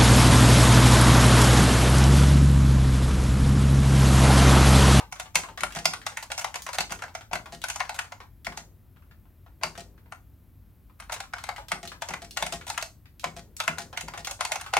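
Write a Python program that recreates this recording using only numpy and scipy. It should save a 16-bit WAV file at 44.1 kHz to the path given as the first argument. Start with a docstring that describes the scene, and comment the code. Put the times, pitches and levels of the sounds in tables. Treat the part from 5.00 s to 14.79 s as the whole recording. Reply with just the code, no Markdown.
"""Fast typing on a worn computer keyboard on a wooden desk, heard from close by in a small room.
Over a low rumble come soft finger taps and faint key ticks; each key scrapes in its guide, strikes the
case and rebounds. Heavy strokes drive the desk's low modes, the released space bar rasps and hums, and
loose caps judder. From about 3.6 s the hands mostly rest, with faint taps and a few lone strokes;
at 6 s the typing resumes. The room answers the clacks with a short reverberation."""
import sys
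import numpy as np
from scipy import signal
from scipy.fft import rfft, irfft, next_fast_len
from scipy.io import wavfile

SR = 44100
rng = np.random.default_rng(int(sys.argv[2]) if len(sys.argv) > 2 else 0)


def to_wav(sig):
    """Store sig (one row per channel, or 1-D mono) as 16-bit WAV at the path in sys.argv[1].

    Samples outside -1..1 are clipped; the rate is SR.
    """
    pcm = np.clip(np.atleast_2d(sig), -1, 1) * 32767
    pcm = np.round(pcm).astype(np.int16)
    wavfile.write(sys.argv[1], SR, pcm.T)  # frames by channels


N = 431738
TOP_HZ = 16100

# key contacts, down and up: t/s, level/dB, ring f/Hz, brightness/dB
KEY_CONTACTS = [(0.124, -38, 1043, -0.5), (0.1977, -36, 749, 3.5), (0.204, -43.5, 754, 5.5),
                (0.3549, -20.5, 785, 6.5), (0.6065, -38.5, 2020.0, 4), (0.6337, -27, 1380, -4.5),
                (0.7497, -41, 700, 4), (0.765, -40, 717, -6), (0.8546, -21, 690, 7.5),
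                (0.9351, -34, 1110, -2.5), (1.0652, -30, 1400, 1.0), (1.1713, -34.5, 1920, 1),
                (1.3172, -32.5, 680, 2.5), (1.4442, -30.5, 840, -3.0), (1.5418, -39.5, 2130, 0.5),
                (1.5565, -35, 940, 0.5), (1.665, -37.0, 1130, 0), (1.689, -37.5, 870, -4.5),
                (1.7844, -26, 698, 0), (1.806, -31, 870, 5), (1.9208, -34.5, 1370, 3),
                (2.021, -38.0, 1386, -4.5), (2.037, -41.5, 1489, -10.5), (2.1505, -37, 687, -5.0),
                (2.3315, -30, 825, -1), (2.354, -35.5, 1466, -8.5), (2.6395, -32, 1510, 1),
                (2.6849, -42.5, 1271, 13.5), (2.6999, -34.0, 960, 6.5), (2.7589, -37.5, 850.0, 2.5),
                (2.8032, -29, 774, -10.5), (2.8933, -34, 795, -3.0), (2.9897, -31, 1470, -3.0),
                (3.1206, -42, 930, -5.5), (3.4671, -36, 2000, -8.5), (3.5732, -40, 855, 3),
                (4.634, -25.5, 680.0, -3), (5.1219, -43.5, 1350, -7), (6.0, -44.5, 1330, -1),
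                (6.096, -43.5, 1360, -14), (6.1207, -37.0, 768, 2.5), (6.203, -37.5, 780, 0),
                (6.3355, -36.5, 1470, -9), (6.4384, -39, 785, 2), (6.4892, -33.5, 765, -7.5),
                (6.7173, -28.0, 812, -4.0), (7.0207, -33.5, 870, -1.5), (7.087, -39.0, 690.0, 3),
                (7.1058, -40.5, 870.0, -5.5), (7.137, -35.5, 2000, -5), (7.3714, -29.5, 760, -1.5),
                (7.4245, -28.0, 707, -0.5), (7.464, -35.5, 716, 5), (7.5234, -36, 690.0, 5.5),
                (7.7, -33.5, 880, 2.0), (7.777, -30.5, 1350.0, 2), (7.8248, -34, 645, 6.5),
                (8.2414, -29.5, 652, -7), (8.6014, -29, 1300, 2.0), (8.678, -25.5, 1420, -4.0),
                (8.7833, -36.5, 1470, 3.5), (8.9734, -33.5, 2070, 1.5), (9.0091, -39, 710, 6.5),
                (9.0826, -40, 920, -2.0), (9.1756, -41, 700.0, -3), (9.271, -34.5, 796, 1.5),
                (9.3106, -40.0, 710.0, 9), (9.4077, -29.5, 1020, -1.5), (9.45, -30.5, 980, 4.5),
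                (9.5183, -27.5, 810.0, 1.5), (9.557, -33.5, 800, -1.5), (9.6115, -40, 1420, 5),
                (9.7362, -26.5, 794, -2.5), (9.7673, -23.5, 685, -5)]
# strokes of the space bar: press t/s, release t/s, return level/dB
SPACE_STROKES = [(0.615, 0.76, -33.5), (1.785, 1.906, -38.5), (2.325, 2.523, -40), (3.472, 3.574, -46.5),
                 (4.641, 4.777, -39), (6.72, 6.83, -39), (7.096, 7.219, -41), (7.422, 7.528, -34),
                 (8.251, 8.365, -40.5), (8.677, 8.793, -38), (9.029, 9.181, -42.5)]


def amp(db):
    """Amplitude ratio of a level: a factor of ten per 20 dB."""
    return 10 ** (np.asarray(db) / 20)


def along(points, hz):
    """Interpolation of (f/Hz, value) points on a logarithmic frequency axis."""
    f, value = np.transpose(points)
    return np.interp(np.log(hz + 1), np.log(f), value)


def filtered(x, response):
    """Linear filtering: the spectrum is multiplied by a frequency response."""
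    n = x.shape[-1]
    padded = next_fast_len(n + 2048)
    return irfft(rfft(x, padded) * response(np.fft.rfftfreq(padded, 1 / SR)), padded)[..., :n]


def band(x, lo_hz, hi_hz, order=2):
    """Causal band-pass with a maximally flat passband."""
    sections = signal.butter(order, [lo_hz, min(hi_hz, TOP_HZ)], 'band', fs=SR, output='sos')
    return signal.sosfilt(sections, x)


def sized(x, db):
    """Energy scaling: each burst of (events, 2, samples) gets the energy of 10 ms at db."""
    energy = np.sum(x.mean(1) ** 2, -1) / (SR / 100)
    return x * (amp(db) / np.sqrt(energy + 1e-20))[:, None, None]


def fade(t, t60):
    """Exponential damping by 60 dB in t60 seconds, silent before t = 0."""
    return (t >= 0) * 1000.0 ** (-np.abs(t) / t60)


def placed(times, bursts):
    """Superposition of stereo bursts at their starting times."""
    out = np.zeros((2, N + 2 * SR))
    for start, burst in zip(times, bursts):
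        out[:, SR + round(start * SR):][:, :burst.shape[-1]] += burst
    return out[:, SR:SR + N]


def stereo_noise(envelope, lag_ms=0.054):
    """Partly coherent noise under each envelope row; a path difference lets the left channel lead."""
    # stereo difference signal: f/Hz, level/dB relative to the mid signal
    side_levels = [(700, -13), (1300, -6.5), (4000, -6.5), (10000, -8.5)]
    mid, side = rng.standard_normal((2,) + envelope.shape)
    side = filtered(side, lambda hz: amp(along(side_levels, hz)))
    advance = rng.uniform(0, 2 * lag_ms, (len(envelope), 1, 1)) * np.array([[.5], [-.5]]) / 1000
    pair = np.stack([mid + side, mid - side], 1)
    pair = filtered(pair, lambda hz: np.exp(2j * np.pi * np.minimum(hz, 3300) * advance))
    return pair * envelope[:, None]


def resonance(hz, centre, width):
    """Response of a damped oscillator of given half-power width."""
    return 1j * hz * width / (centre ** 2 - hz ** 2 + 1j * hz * width)


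def ringing(modes, t, count, rise_s):
    """Modal synthesis: damped sines swell and fade, with new strengths at each of count blows."""
    hz, db, t60 = np.transpose(modes)
    strength = amp(db + 2 * rng.standard_normal((count, len(hz))))
    phase = rng.uniform(0, 2 * np.pi, (count, len(hz), 1))
    waves = np.sin(2 * np.pi * hz[:, None] * t + phase) * fade(t, t60[:, None])
    ring = np.sum(strength[..., None] * waves, 1) * (1 - np.exp(-np.abs(t) / rise_s))
    return np.stack([ring, ring], 1)


def in_room(bursts, wet_db, build_s=0.0016):
    """Reverberation: each burst is convolved with its own tail of diffuse wall reflections."""
    # reverberation times: f/Hz, T60/s
    decay_times = [(400, 0.24), (2500, 0.19), (8000, 0.27), (15000, 0.21)]
    size = SR // 4
    hz, t, spectra = signal.stft(stereo_noise(np.ones((len(bursts), size))), SR, nperseg=128)
    spectra = spectra * fade(t, along(decay_times, hz)[:, None])
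    tail = signal.istft(spectra, SR, nperseg=128)[1][..., :size]
    tail = tail * (1 - np.exp(-(np.arange(size) / SR / build_s) ** 2))
    tail *= amp(wet_db) / np.sqrt(np.mean(np.sum(tail ** 2, -1)))
    tail[..., 0] += 1  # direct sound
    return signal.fftconvolve(bursts, tail, axes=-1)


def room_rumble(level_db=-53, side_db=-14):
    """Stationary noise: the room's low rumble, with faint hiss."""
    # spectral density: f/Hz, relative level/dB
    spectrum = [(28, -29.5), (50, -2), (60, -7.5), (76, -7), (100, -5.5), (125, -14), (300, -24),
                (450, -34), (1500, -43), (6500, -54.5), (9500, -52.5), (12500, -42), (16000, -46.5)]
    mid, side = filtered(rng.standard_normal((2, N)), lambda hz: amp(along(spectrum, hz)))
    side = side * amp(side_db)
    return amp(level_db) * np.array([mid + side, mid - side]) / mid.std()


def taps(times, pitch_hz, db, ping_db=-1, ping_q=9, firm_db=-49.5):
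    """Soft impacts excite a broad resonance and a narrow ping; lower ones are duller and longer."""
    t = np.arange(SR // 14) / SR
    press = fade(t, 0.058 * (1000 / pitch_hz[:, None]) ** .5)
    pitch = pitch_hz[:, None, None]
    cutoff = pitch * 8 * amp(db - firm_db)[:, None, None] ** .5  # a firmer contact passes more treble
    cap = lambda hz: resonance(hz, pitch, pitch) + amp(ping_db) * resonance(hz, pitch, pitch / ping_q)
    force = band(stereo_noise(press), 410, TOP_HZ)
    burst = filtered(force, lambda hz: cap(hz) / (1 + (hz / cutoff) ** 2))
    return placed(times, in_room(sized(burst, db), wet_db=0.5))


def taps_and_ticks():
    """Light impacts: soft finger taps and faint, bright key ticks."""
    # finger taps and weak key contacts: t/s, f/Hz, level/dB
    light_impacts = [(0.004, 907, -38.5), (0.435, 1070, -39.5), (0.487, 880, -42.5), (0.575, 1140, -37),
                     (0.723, 2760, -43.5), (1.302, 790, -38.5), (1.621, 6050, -42), (2.313, 705, -40),
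                     (2.458, 990, -42.5), (2.617, 3360, -43.5), (3.203, 945, -44), (3.447, 3000, -44.5),
                     (4.111, 1390, -58.5), (4.463, 960, -56), (4.613, 700, -47), (4.753, 1410, -48),
                     (4.978, 1385, -61), (5.059, 930, -61), (5.897, 990, -61), (6.383, 1390, -41),
                     (6.562, 1970, -42.5), (6.581, 820, -39), (6.684, 3180, -44), (6.875, 3650, -42.5),
                     (6.918, 1270, -42), (7.309, 4170, -44.5), (7.813, 3520, -43.5), (8.056, 1976, -61),
                     (8.196, 4000, -47.5), (8.566, 6880, -43.5), (9.137, 820, -37.5), (9.247, 3340, -39.5),
                     (9.663, 1280, -40.5)]
    return taps(*np.transpose(light_impacts))


def impacts(t, rattle_s, t60, bounce_db=-10, scrape_db=-33, finger_db=-26, settle_db=-19, count=4):
    """Incoherent powers add to one envelope: stem scrape, finger landing, hit, bounces and settling."""
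    shape = (len(rattle_s), count)
    scatter_db = lambda: 2.3 * rng.standard_normal(shape + (1,))

    def hits(db, delay, decay_s):
        return np.sum((amp(db + scatter_db()) * fade(t - delay[..., None], decay_s)) ** 2, 1)

    scrape = amp(scrape_db + scatter_db()[:, 0]) * fade(-t, .05)
    power = fade(t, t60) ** 2 + scrape ** 2
    power += hits(finger_db, -rng.uniform(0, 0.0094, shape), t60)
    # a looser cap bounces longer and harder
    bounce_s = rattle_s[:, None] * rng.uniform(0.22, 1.5, shape)
    power += hits(bounce_db + 250 * rattle_s[:, None, None], bounce_s, t60)
    power += hits(settle_db, rng.uniform(.004, 0.04, shape), t60 / 2)
    return np.sqrt(power)


def case_response(count, cap_db=3, cap_q=7):
    """Parallel resonators: the modes of the case, plus a bright one for each of count caps."""
    # resonances of case and caps: f/Hz, bandwidth/Hz, level/dB
    modes = [(731, 83, 4.5), (900, 210, 4.5), (1072, 44, -6.5), (1417, 97, 7), (2156, 230, 7.5),
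             (2623, 210, 4), (3380, 120, -18.5), (6370, 1100, 0.5), (7990, 230, -19)]
    cap_hz = np.exp(rng.uniform(np.log(2400), np.log(10000), (count, 1, 1)))
    body = lambda hz: 1 + sum(amp(db) * resonance(hz, centre, width) for centre, width, db in modes)
    return lambda hz: body(hz) + amp(cap_db) * resonance(hz, cap_hz, cap_hz / cap_q)


def panned(bursts, spread_db=1.1):
    """A level difference between the channels sets each key a little to one side."""
    return bursts * amp(spread_db * rng.standard_normal((len(bursts), 1, 1)) * np.array([[.5], [-.5]]))


def key_clacks(lead_s=.015, ring_q=9):
    """Impact excitation: each contact shakes case and cap, and rings one spot of the plate."""
    times, db, ring_hz, bright_db = np.transpose(KEY_CONTACTS)
    t = np.arange(SR // 14) / SR - lead_s
    force_db = db - db.mean()
    rattle_s = 0.0018 * np.exp(-.05 * force_db)  # firm contacts seat sooner
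    # bright strokes have less case and more cap; hard ones click more and snap less
    clack_db = db - 0.5 - 0.47 * bright_db
    click_db = db - 3 + 0.19 * bright_db + 0.15 * force_db
    snap_db = db - 5.5 + 0.7 * bright_db - 0.15 * force_db
    ring_db = db - 2.5 - 0.44 * bright_db + 1.5 * np.log2(ring_hz / ring_hz.mean())
    case = case_response(len(times))
    shell = lambda t60: filtered(stereo_noise(impacts(t, rattle_s, t60)), case)
    clack = sized(band(shell(t60=0.043), 571, 2000, order=4), clack_db)
    click = sized(band(shell(t60=0.04), 2000, 5130, order=3), click_db)
    treble = band(shell(t60=0.027), 4500, TOP_HZ, order=3)
    snap = sized(band(treble, 1600, 10500), snap_db)
    push = band(stereo_noise(impacts(t, rattle_s, t60=0.012)), 560, 3300, order=3)
    spot_hz = ring_hz[:, None, None]
    ring = sized(filtered(push, lambda hz: resonance(hz, spot_hz, spot_hz / ring_q)), ring_db)
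    strokes = panned(clack + click + snap + ring)
    return placed(times - lead_s, in_room(strokes, wet_db=-5.5, build_s=0.0026))


def brushed_caps(level_db=-47, pitch_hz=1200):
    """Glancing impacts: between quick strokes the moving hand brushes a neighbouring cap."""
    key_times = np.transpose(KEY_CONTACTS)[0]
    gap_s = np.diff(key_times)
    times = (key_times[:-1] + gap_s * rng.uniform(.2, 1, len(gap_s)))[gap_s < .2]
    pitch = pitch_hz * np.exp(0.38 * rng.standard_normal(len(times)))
    return taps(times, pitch, level_db + 2 * rng.standard_normal(len(times)))


def heavy_strokes(press_db=-47, return_share_db=-11, key_share_db=-22.5, count=4):
    """Transmission to the desk: times and levels from the space bar, down and up, and the hardest keys."""
    down, up, return_db = np.transpose(SPACE_STROKES)
    key_times, key_db, _, bright_db = np.transpose(KEY_CONTACTS)
    hardest = np.sort(np.argsort(key_db)[-count:])
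    weight_db = (key_db - 0.47 * bright_db)[hardest]
    levels = [np.full(len(down), press_db), return_db + return_share_db, weight_db + key_share_db]
    return np.concatenate([down, up, key_times[hardest]]), np.concatenate(levels)


def desk_thumps():
    """Structure-borne sound: the desk top takes up heavy strokes slowly and booms in its low modes."""
    # modes of the desk: f/Hz, relative level/dB, T60/s
    modes = [(52, -4, .4), (160, -.5, .32), (190, -3, .22), (232, -5, .22), (300, -10, .15),
             (372, -2.5, .2), (514, -5, .16)]
    times, db = heavy_strokes()
    t = np.arange(SR // 3) / SR
    boom = ringing(modes, t, count=len(times), rise_s=0.013)
    swell = fade(t, 0.97) * (1 - np.exp(-t / 0.0021))
    thud = band(stereo_noise(np.tile(swell, (len(times), 1))), 100, 480)
    return placed(times, sized(boom, db + 8.5) + sized(thud, db + 2.5))


def space_bar(lead_s=0.0069):
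    """Friction and free vibration: the released bar rasps up its wire stabiliser and hums briefly."""
    # modes of the bar: f/Hz, relative level/dB, T60/s
    modes = [(688, 4, 0.15), (819, -3.5, 0.14), (1870, -11, 0.22)]
    _, times, db = np.transpose(SPACE_STROKES)
    t = np.arange(SR // 5) / SR - lead_s
    hum = sized(ringing(modes, t, count=len(times), rise_s=0.0052), db + 1.0)
    slide = impacts(t, rattle_s=np.full(len(times), .02), t60=0.042)
    rasp = sized(band(stereo_noise(slide), 700, 7000), db - 1)
    return placed(times - lead_s, hum) + placed(times - lead_s, in_room(rasp, wet_db=-4.5))


def cap_chatter(lead_s=0.014):
    """Repeated collisions: a cap pushed off centre judders down its guide, shaking the case."""
    # judders of loose caps: t/s, level/dB, bounce time/s
    judders = [(1.226, -36.5, 0.007), (1.378, -30.5, 0.011), (1.411, -35.5, 0.016), (1.7313, -32, 0.018),
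               (2.335, -41, .02), (2.944, -38.5, 0.013), (6.1255, -31.5, 0.014), (7.6676, -35, 0.029)]
    times, db, rattle_s = np.transpose(judders)
    t = np.arange(SR // 12) / SR - lead_s
    judder = filtered(stereo_noise(impacts(t, rattle_s, t60=0.051)), case_response(len(times)))
    clack = sized(band(judder, 550, 1660, order=4), db - 3)
    zing = sized(band(judder, 2000, 11000), db - 2)
    return placed(times - lead_s, in_room(clack + zing, wet_db=-9))


def resting_fingers(span_s=(3.75, 4.5), level_db=-64, pitch_hz=1200, count=4):
    """Weak excitation at random times: in the pause the fingers shift on the caps."""
    times = rng.uniform(*span_s, count)
    pitch = pitch_hz * np.exp(0.2 * rng.standard_normal(count))
    return taps(times, pitch, level_db + 2 * rng.standard_normal(count))


def scene():
    """Superposition of all sources, with the keyboard slightly nearer the left microphone."""
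    # level difference, left minus right: f/Hz, level/dB
    balance = [(500, 3.5), (1500, 2), (4500, 1), (6300, -2.5), (8000, 5), (12000, 1.5)]
    typing = key_clacks() + cap_chatter() + taps_and_ticks() + space_bar() + desk_thumps()
    typing = typing + resting_fingers() + brushed_caps()
    split = np.array([[.5], [-.5]])
    typing = filtered(typing, lambda hz: amp(split * along(balance, hz)))
    return typing + room_rumble() * amp(split * 1.6)


def record(dry):
    """Band limiting: an ideal low-pass removes everything above TOP_HZ."""
    return filtered(dry, lambda hz: hz < TOP_HZ)


dry = scene()
out = record(dry)
to_wav(out)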